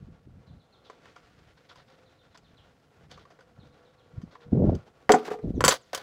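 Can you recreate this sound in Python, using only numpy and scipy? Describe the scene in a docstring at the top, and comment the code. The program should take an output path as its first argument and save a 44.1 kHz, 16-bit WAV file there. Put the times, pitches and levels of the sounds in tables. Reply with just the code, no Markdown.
"""Kick scooter on a farmyard

The microphone lies on a concrete slab, bumped by wind; a small bird calls. A scooter circles some way
off, hard wheels humming on grit, frame clacking, steel brake ringing, a shoe scuffing the ground. It
rolls up close, thuds onto the boards of a wooden pallet and drops off. Steel grain bins echo faintly."""
import sys
import numpy as np
from scipy import signal
from scipy.fft import rfft, irfft, next_fast_len
from scipy.io import wavfile
from scipy.ndimage import uniform_filter1d

SR = 44100
rng = np.random.default_rng(int(sys.argv[2]) if len(sys.argv) > 2 else 0)


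def log_audio(samples):
    """Write samples as a 16-bit WAV file to the path given in sys.argv[1]."""
    # one column per channel
    frames = np.atleast_2d(samples).T
    # limit to full scale, then quantise
    limited = np.clip(frames, -1, 1)
    pcm = np.round(limited * 32767).astype(np.int16)
    wavfile.write(sys.argv[1], SR, pcm)


N = 265746
T = np.arange(N) / SR

# dull spectrum of the frame's rattle and of rubbing: freq_hz, gain_db
FRAME_SPECTRUM = [(60, -22.5), (200, -9.5), (550, -1.5), (800, -2), (1150, -0.5), (1900, -2.5), (2700, -13),
                  (4000, -18), (16000, -66.5)]
# resonances that colour both: centre_hz, width_hz, lift_db
FRAME_RESONANCES = [(535, 34, 7), (720, 24, 9.5), (1180, 90, 0.5), (1508, 29, 6)]


def undb(db):
    return 10 ** (np.asarray(db) / 20)


def unit(x):
    return x / np.sqrt(np.mean(x ** 2))


def fade(t, t60):
    return np.exp(-np.log(1000) * t / t60)


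def swell(start_s, length_s, attack_s, t60):
    """Rise, hold until the length is over, then die away."""
    return np.clip((T - start_s) / attack_s, 0, 1) * fade(np.maximum(T - start_s - length_s, 0), t60)


def curves(table):
    """Each column after the first, joined by straight lines in time."""
    times, *columns = np.transpose(table)
    return [np.interp(T, times, column) for column in columns]


def add(out, start_s, x):
    """Mix x in from the start time."""
    i = max(int(start_s * SR), 0)
    out[i:i + len(x)] += x[:max(N - i, 0)]


def colour(x, spectrum, resonances=()):
    """Causal filter of unit power from a spectrum and resonances that stand out of it."""
    size = next_fast_len(N + 8192)
    freq_hz = np.arange(size // 2 + 1) * SR / size + 1
    hz, db = np.transpose(spectrum)
    gain_db = np.interp(np.log(freq_hz), np.log(hz), db)
    for centre_hz, width_hz, lift_db in resonances:
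        gain_db += lift_db / (1 + ((freq_hz - centre_hz) / width_hz) ** 2)
    cepstrum = irfft(np.log(unit(undb(gain_db))), size)
    cepstrum[1:size // 2] *= 2  # minimum phase: nothing rings before a blow
    cepstrum[size // 2 + 1:] = 0
    return irfft(rfft(x, size) * np.exp(rfft(cepstrum)), size)[:N]


def walk(rate_hz):
    """Smooth random wander, rms 1."""
    hold = int(SR / rate_hz)
    steps = np.repeat(rng.standard_normal(N // hold + 1), hold)
    return unit(uniform_filter1d(steps, hold)[:N])


def grains(per_s, spread_db):
    """Dense tiny clicks of very unequal size."""
    size = undb(spread_db * np.minimum(rng.exponential(size=N), 4))
    return unit((rng.random(N) < per_s / SR) * size * rng.choice([-1, 1], N))


def ring(modes, detune, favoured_hz=1000, focus_db=0):
    """Struck modes ring down; the contact point favours those near one pitch."""
    t = T[:SR // 2]
    hz, db, t60 = np.transpose(modes)[:, :, None]
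    pitch_hz = hz * (1 + detune * rng.standard_normal(hz.shape))
    side = (-1.) ** np.arange(len(modes))[:, None]  # neighbouring modes swing opposite ways
    size = undb(db + focus_db / (1 + (np.log2(hz / favoured_hz) / .24) ** 2))
    size = side * size / np.sqrt(np.sum(size ** 2) / 2)
    return np.sum(size * fade(t, t60) * np.sin(2 * np.pi * pitch_hz * t), axis=0)


def chatter(t60, snap, rattle_db):
    """One sharp contact, then loose parts buzzing unevenly to rest."""
    t = T[:SR // 3]
    contacts = undb(rattle_db * unit(uniform_filter1d(rng.standard_normal(len(t)), size=45)))
    buzz = unit(contacts * rng.standard_normal(len(t))) * fade(t, t60)
    buzz[0] += snap * 2
    return buzz


def yard(level_db=-69.5):
    """Quiet open air that swells a little."""
    air_spectrum = [(18, -24.5), (40, -10), (85, -3.5), (140, 11.5), (200, 0), (260, 2.5), (360, -4.5),
                    (700, -6.5), (900, -13.5), (1400, -16.5), (2300, -26.5), (3800, -23), (7500, -24.5),
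                    (15000, -32.5)]  # freq_hz, gain_db
    return colour(rng.standard_normal(N), air_spectrum) * undb(level_db + walk(1.9))


def wind(breeze_db=-69.5, strong_db=-24, breakup=.45, flutter_db=5):
    """Gusts rise out of a breeze and push on the microphone; strong ones break into faster eddies."""
    gusts = [(0, 0.13, -51.5), (0.247, 0.15, -53.5), (.47, 0.11, -54), (2.99, 0.23, -64.5),
             (3.559, 0.12, -60), (4.126, 0.15, -52.5), (4.455, 0.035, -46.5), (4.517, 0.18, -24),
             (4.713, 0.038, -28.5), (5.429, 0.07, -32.5), (5.534, .14, -32)]  # start_s, length_s, level_db
    buffet_spectrum = [(18, -30), (45, -0.5), (85, 4), (160, 2.5), (260, -10), (400, -29), (800, -47),
                       (2000, -76.5), (10000, -115)]  # slow air: freq_hz, gain_db
    eddy_spectrum = [(60, -19), (200, 3.5), (400, -1.5), (600, -8), (900, -26), (1500, -51), (3000, -68),
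                     (10000, -105)]  # fine eddies: freq_hz, gain_db
    breeze = undb(breeze_db + 6 * np.tanh(walk(7)))
    gusting = sum(undb(db) * swell(s, length, attack_s=.0093, t60=.14) for s, length, db in gusts)
    gust_db = 20 * np.log10(breeze + gusting)
    air = colour(rng.standard_normal(N), buffet_spectrum)
    air /= np.sqrt(uniform_filter1d(air ** 2, size=1300) + 1e-3)  # the gust alone sets the strength
    eddy_db = gust_db - 4 + breakup * (gust_db - strong_db) + flutter_db * np.tanh(walk(110))
    eddies = colour(rng.standard_normal(N), eddy_spectrum) * undb(eddy_db)
    return air * undb(gust_db) + eddies + wind_thumps(gust_db, breeze_db, strong_db)


def wind_thumps(gust_db, breeze_db, strong_db, per_s=24, above_db=7, scatter_db=8, scatter_octaves=.77):
    """Single eddies hit the microphone for a cycle or two, louder and higher in a stronger gust."""
    hardest = [(4.183, -25, 111), (4.239, -28, 192), (4.533, -8, 238), (4.581, -14, 154),
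               (4.622, -13.5, 440), (4.653, -11, 274), (4.69, -11, 129), (4.696, -13, 560),
               (5.447, -18.5, 195), (5.485, -24.5, 290), (5.507, -17.5, 220), (5.581, -16.5, 281)]  # peak_s, peak_db, pitch_hz
    out, eddies = np.zeros(N), list(hardest)
    chance = rng.uniform(-1, 1, (512, 3))
    phases = rng.uniform(0, 2 * np.pi, 512)
    for slot_s, (late, force, shift) in zip(np.arange(0, T[-1], 1 / per_s), chance):
        s = slot_s + late / per_s / 2
        db = np.interp(s, T, gust_db)
        hz = np.interp(db, [breeze_db, strong_db], [125, 284])
        eddies.append((s, db + above_db + scatter_db * force, hz * 2 ** (scatter_octaves * shift)))
    for (s, db, hz), phase in zip(eddies, phases):
        span = slice(*np.searchsorted(T, [s - .04, s + .04]))
        turn = 2 * np.pi * hz * (T[span] - s)
        out[span] += undb(db) * np.cos(turn + phase) / np.cosh(turn / 2.2)
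    return out


def wheels():
    """Rough ground shakes wheels and deck, harder on the boards; the wheels sing and grit crackles."""
    slab_roll = [(0, -66, -74), (.8, -62.5, -74.5), (1.15, -62.5, -64.5), (1.55, -66.5, -70),
                 (2.1, -63.5, -70), (2.8, -65, -72), (3.3, -62, -71.5), (4.4, -62, -72), (4.72, -51, -65),
                 (4.9, -61, -71), (5.9, -70.5, -72), (6.03, -57, -58.5)]  # follows speed and distance: time_s, hum_db, grit_db
    board_runs = [(5.154, 0.098, -44.5, -54.5), (5.247, 0.039, -39.5, -42), (5.301, 0.02, -36.5, -43)]  # along the pallet: start_s, length_s, hum_db, grit_db
    hum_spectrum = [(60, -35.5), (160, -3), (400, -2), (590, -3.5), (800, 0.5), (1500, -9.5), (2500, -23),
                    (5000, -28), (16000, -64.5)]  # freq_hz, gain_db
    grit_spectrum = [(400, -24), (1500, 6.5), (3300, -0.5), (5000, -4.5), (7500, -10.5), (10000, -16),
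                     (16000, -20)]  # freq_hz, gain_db
    rolling_resonances = [(276, 72, 6), (495.5, 89, 11), (696, 31, 6.5), (1124, 11, 12), (1390, 78, 11),
                          (1970, 62, 3)]  # centre_hz, width_hz, lift_db
    singing_pitch = [(2.1, 520), (2.45, 498), (4.15, 491), (4.42, 474), (6.03, 472)]  # sinks as the scooter slows: time_s, pitch_hz
    singing_spells = [(1.856, .35, -63.5), (3.419, 0.74, -66.5), (4.342, 0.3, -57.5), (5.24, .13, -44)]  # start_s, length_s, level_db
    shake, grit = undb(curves(slab_roll))
    for s, length, hum_db, grit_db in board_runs:
        run = swell(s, length, attack_s=.005, t60=.09)
        shake += undb(hum_db) * run
        grit += undb(grit_db) * run
    bumps = walk(45)
    hum = colour(grains(2200, 2.8) * shake * undb(2.6 * bumps - 2), hum_spectrum, rolling_resonances)
    note_hz = curves(singing_pitch)[0] * (1 + .0176 * walk(60))
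    singing = sum(undb(db) * swell(s, length, attack_s=.042, t60=.33) for s, length, db in singing_spells)
    note = np.sin(2 * np.pi * np.cumsum(note_hz) / SR) * singing * undb(2.1 * walk(28))
    crackle = colour(grains(5000, 3) * grit * undb(2.4 * bumps), grit_spectrum)
    return hum + note + crackle


def bird(note_s=.054, spacing_s=.128, rise_db=1, drop_hz=148.5, rasp=.043, scatter_db=5):
    """Short, slightly raspy notes slide down, each with its own bend and strength."""
    phrases = [(0.466, .44, -70), (2.056, .57, -68.5), (3.594, .44, -68), (5.414, .19, -70)]  # runs of evenly spaced notes: start_s, length_s, first_note_db
    high_whistles = [(5.55, 6810, 5200, -64.5), (5.808, 8170, 4630, -69.5)]  # start_s, start_hz, end_hz, level_db
    notes = list(high_whistles)
    for first_s, length, db in phrases:
        for k, s in enumerate(np.arange(first_s, first_s + length, spacing_s)):
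            notes.append((s, 4350, 3150 - k * drop_hz, db + k * rise_db))
    out = np.zeros(N)
    progress = np.linspace(0, 1, int(note_s * SR))
    envelope = np.sin(np.pi * progress ** .58)
    wobble = 1 + rasp * walk(900)
    chance = rng.uniform([.8, -1], [1.1, 1], (len(notes), 2))
    for (s, start_hz, end_hz, db), (bend, force) in zip(notes, chance):
        glide_hz = start_hz * (end_hz / start_hz) ** (progress ** bend)
        pitch_hz = glide_hz * np.roll(wobble, -int(s * SR))[:len(progress)]
        note = undb(db + scatter_db * force) * envelope * np.sin(2 * np.pi * np.cumsum(pitch_hz) / SR)
        add(out, s, note)
        add(out, s + .052, undb(-9.5) * note)  # the nearest bin throws the note back
    return out


def scuffs():
    """Soles and skidding wheels drag over sandy concrete: a quick bite and a slower release."""
    drags = [(0.836, 0.11, -84, -64.5), (1.568, 0.039, -62.5, -70), (1.685, 0.055, -56, -57.5),
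             (1.761, 0.078, -57.5, -63.5), (1.869, 0.097, -63, -67.5), (2.343, 0.024, -54.5, -60),
             (3.102, 0.069, -54, -56), (3.19, 0.057, -62.5, -64.5), (4.304, 0.077, -59.5, -64),
             (4.401, 0.053, -58, -65.5), (5.681, 0.046, -33, -34.5), (5.704, 0.035, -29.5, -30.5),
             (5.736, 0.037, -39.5, -41.5), (5.93, 0.027, -33, -42.5), (5.953, 0.069, -44.5, -51.5)]  # start_s, length_s, rub_db, sand_db
    sand_spectrum = [(800, -11.5), (2200, -10), (3500, 4.5), (5500, -5), (8000, -16.5), (11000, -17),
                     (16000, -23)]  # freq_hz, gain_db
    rub, sand = np.zeros((2, N))
    for s, length, rub_db, sand_db in drags:
        pressure = np.interp(T, s + length * np.array([0, .15, .6, 1.1]), [0, .93, .78, .0035])
        rub += undb(rub_db) * pressure
        sand += undb(sand_db) * pressure
    slips = undb(1.7 * walk(220) - .5)
    rubbing = colour(rub * slips * grains(2500, 3.1), FRAME_SPECTRUM, FRAME_RESONANCES)
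    return rubbing + colour(sand * slips * grains(4000, 2.2), sand_spectrum)


def frame(light_focus_db=21, hard_focus_db=12, calm_db=5):
    """A blow rattles and rings deck and stem, metal cracks on metal, and the brake rings."""
    clacks = [(.899, -38.5, 780, -56.5, -62, 0.055), (1.056, -46, 1750, -57.5, -78, 0.033),
              (1.162, -42.5, 1350, -58, -68, 0.055), (1.712, -48.5, 1330, -70, -75, 0.096),
              (1.757, -50, 1040, -57.5, -78, .08), (2.352, -49.5, 1010, -68, -78, 0.084),
              (2.375, -58, 1400, -53, -60, 0.05), (3.114, -53, 1950, -47.5, -61, 0.053),
              (3.175, -45, 1160, -61.5, -80, 0.12), (3.253, -49, 1150, -68, -86, .066),
              (3.304, -49, 695, -64, -85, 0.16), (3.39, -48, 503, -68, -83, 0.1),
              (3.407, -49, 1550, -62, -84, .075), (4.216, -53.5, 1830, -63.5, -83, 0.16),
              (4.353, -40.5, 1066, -70, -79.5, 0.056), (4.751, -54, 1600, -46.5, -62, 0.039),
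              (5.093, -11, 1330, -30, -57, .023), (5.104, -23, 1400, -35, -45, 0.092),
              (5.1192, -14.5, 1500, -18.5, -20, 0.032), (5.144, -45, 1215, -37, -36, 0.076),
              (5.607, -18, 1023, -31.5, -36.5, .025), (5.615, -29, 700, -52, -65.5, 0.089),
              (5.640, -11.5, 1420, -22, -39, 0.048), (5.648, -16, 1520, -17.5, -14, 0.062),
              (5.661, -20, 1073, -28.5, -37, 0.084), (5.68, -10.5, 948, -12, -18, 0.045),
              (5.688, -15.5, 554, -20, -13.5, 0.063), (5.722, -21.5, 1100, -27.5, -41, .071),
              (5.74, -35, 1193, -35.5, -41, 0.086), (5.932, -34.5, 700, -41, -70, 0.061),
              (5.948, -29.5, 1090, -28, -49.5, 0.059), (5.976, -35.5, 805, -38, -68, 0.045)]  # start_s, body_db, favoured_hz, crack_db, brake_db, t60_s
    deck_modes = [(267, -14.5, 0.081), (440, 5, 0.085), (546, 0.5, 0.095), (650, -4.5, 0.061),
                  (918, -13, 0.043), (1003, 5, 0.071), (1143, 0, 0.093), (1208, -6.5, 0.22),
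                  (1391, -4.5, 0.11), (1490, -3, 0.044), (1597, -13.5, 0.078), (1830, -13, 0.067),
                  (2182, -3.5, 0.039), (2200, -16, 0.069)]  # deck and stem: pitch_hz, level_db, t60_s
    brake_modes = [(6020, -10.5, 0.045), (6400, -9, 0.093), (7300, -13.5, 0.081), (7180, -2, 0.066),
                   (7870, 2.5, 0.031), (7930, -14, 0.11), (8680, -11.5, 0.07), (8700, -11.5, 0.047),
                   (9130, -15.5, .06)]  # steel brake over the rear wheel: pitch_hz, level_db, t60_s
    crack_spectrum = [(700, -22), (2400, 3), (3200, 6), (4300, -2.5), (6100, 3), (8300, -4), (9600, -5),
                      (12000, -8.5), (16000, -12)]  # freq_hz, gain_db
    tube_resonances = [(2470, 330, -6), (3080, 130, 3), (3320, 61, 1), (4400, 23, -1.5), (4570, 260, 9),
                       (4944, 83, 7), (6270, 160, 3.5), (9700, 150, 5.5), (13600, 400, 0)]  # hollow stem and bars: centre_hz, width_hz, lift_db
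    body, crack, rings = np.zeros((3, N))
    for s, body_db, hz, crack_db, brake_db, t60 in clacks + loose_knocks():
        # a light knock sounds mostly one hollow note; a hard one shakes every part loose
        light = np.interp(body_db, [-42, -28], [1, 0])
        focus_db = hard_focus_db + light * (light_focus_db - hard_focus_db)
        add(body, s, undb(body_db - 3 - calm_db * light) * chatter(t60, snap=3.8, rattle_db=-.5))
        add(crack, s, undb(crack_db) * chatter(t60, snap=2.7, rattle_db=1.5))
        deck = ring(deck_modes, detune=.0061, favoured_hz=hz, focus_db=focus_db)
        foot_damping = fade(T[:len(deck)], 2.8 * t60)
        add(rings, s, undb(body_db - 2.5) * deck * foot_damping)
        add(rings, s, undb(brake_db) * ring(brake_modes, detune=.0024))
    rattle = colour(body, FRAME_SPECTRUM, FRAME_RESONANCES)
    return rattle + colour(crack, crack_spectrum, tube_resonances) + rings


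def loose_knocks(per_s=2.3, from_s=.9, to_s=5.7, scatter_db=4, scatter_octaves=.55):
    """Loose parts knock faintly at chance moments; rows have the columns of the frame's clacks."""
    body_db, crack_db, brake_db, centre_hz, t60 = -63, -73.5, -84, 1300, .068
    chance = rng.uniform(-1, 1, (64, 3))
    knocks = []
    for slot_s, (late, force, spot) in zip(np.arange(from_s, to_s, 1 / per_s), chance):
        s = slot_s + late / per_s / 2
        hz = centre_hz * 2 ** (scatter_octaves * spot)
        knocks.append((s, body_db + scatter_db * force, hz, crack_db + scatter_db * force, brake_db, t60))
    return knocks


def pallet():
    """Close by, each wheel knocks on the boards and leaves them ringing."""
    thuds = [(5.094, -10.5, -11.5, 640), (5.1035, -9.5, -16.5, 406), (5.1374, -9, -13.5, 750),
             (5.1495, -21.5, -21.5, 519), (5.281, -36.5, -31, 450), (5.312, -26, -32.5, 496),
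             (5.335, -31.5, -41.5, 775), (5.389, -39.5, -45, 440)]  # start_s, ring_db, knock_db, favoured_hz
    board_modes = [(146, -14, .1), (241.3, -9, 0.28), (317, -4.5, 0.13), (427, 1.5, 0.16),
                   (434.6, -14, 0.31), (447, -10.5, 0.21), (520, -8, 0.092), (720.7, -0.5, 0.1),
                   (763, -1, 0.075), (821, -6.5, 0.1), (957, -18, 0.19), (1116, -10, .09),
                   (1205, -10.5, 0.23), (1444, -22.5, 0.0806), (1480, -27.5, .1), (1860, -22, .07),
                   (2020, -10.5, 0.074), (2256, -36.5, .1)]  # pitch_hz, level_db, t60_s
    wood_spectrum = [(60, -44.5), (200, 4), (700, 3), (1300, -3), (2200, -11.5), (3200, -29.5), (6000, -30),
                     (16000, -55.5)]  # the dry knock: freq_hz, gain_db
    boards, knocks = np.zeros((2, N))
    for s, ring_db, knock_db, hz in thuds:
        add(boards, s, undb(ring_db) * ring(board_modes, detune=.001, favoured_hz=hz, focus_db=14))
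        add(knocks, s, undb(knock_db) * chatter(t60=.065, snap=2.7, rattle_db=2))
    return boards + colour(knocks, wood_spectrum)


def echo(x, t60, level_db, build_s=.034):
    """Sound scatters back from the bins and trees, late and dull."""
    # freq_hz, gain_db
    tail_spectrum = [(80, -9.5), (450, 2), (1500, -15), (5000, -7), (9000, -30), (16000, -35)]
    tail = rng.standard_normal(N) * fade(T, t60) * np.clip(T / build_s, 0, 1)
    tail = colour(tail, tail_spectrum)
    return undb(level_db) * signal.fftconvolve(x, tail / np.sqrt(np.sum(tail ** 2)))[:N]


def distance(x, approach_s=4.6, closest_s=5.65, dull_hz=7500):
    """Far from the microphone the scooter loses its top treble and more comes back off the bins."""
    nearness = np.interp(T, [approach_s, closest_s], [.23, .93])
    dull = signal.filtfilt(*signal.butter(3, dull_hz, fs=SR), x)
    direct = nearness * x + (1 - nearness) * dull
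    return direct + echo(direct * undb(-24 * nearness), t60=.44, level_db=-18)


def scene():
    """Scooter, bird, wind and open air, heard in mono from the slab."""
    scooter = distance(wheels() + pallet() + frame() + scuffs())
    song = bird()
    return (scooter + song + echo(song, t60=.22, level_db=-8) + wind() + yard())[None]


def record(dry, ceiling=.84, top_hz=15700):
    """The microphone rounds the loudest peaks and cuts the top."""
    rounded = ceiling * np.tanh(dry / ceiling)
    return signal.sosfilt(signal.ellip(8, .2, 70, top_hz, fs=SR, output="sos"), rounded)


dry = scene()
out = record(dry)
log_audio(out)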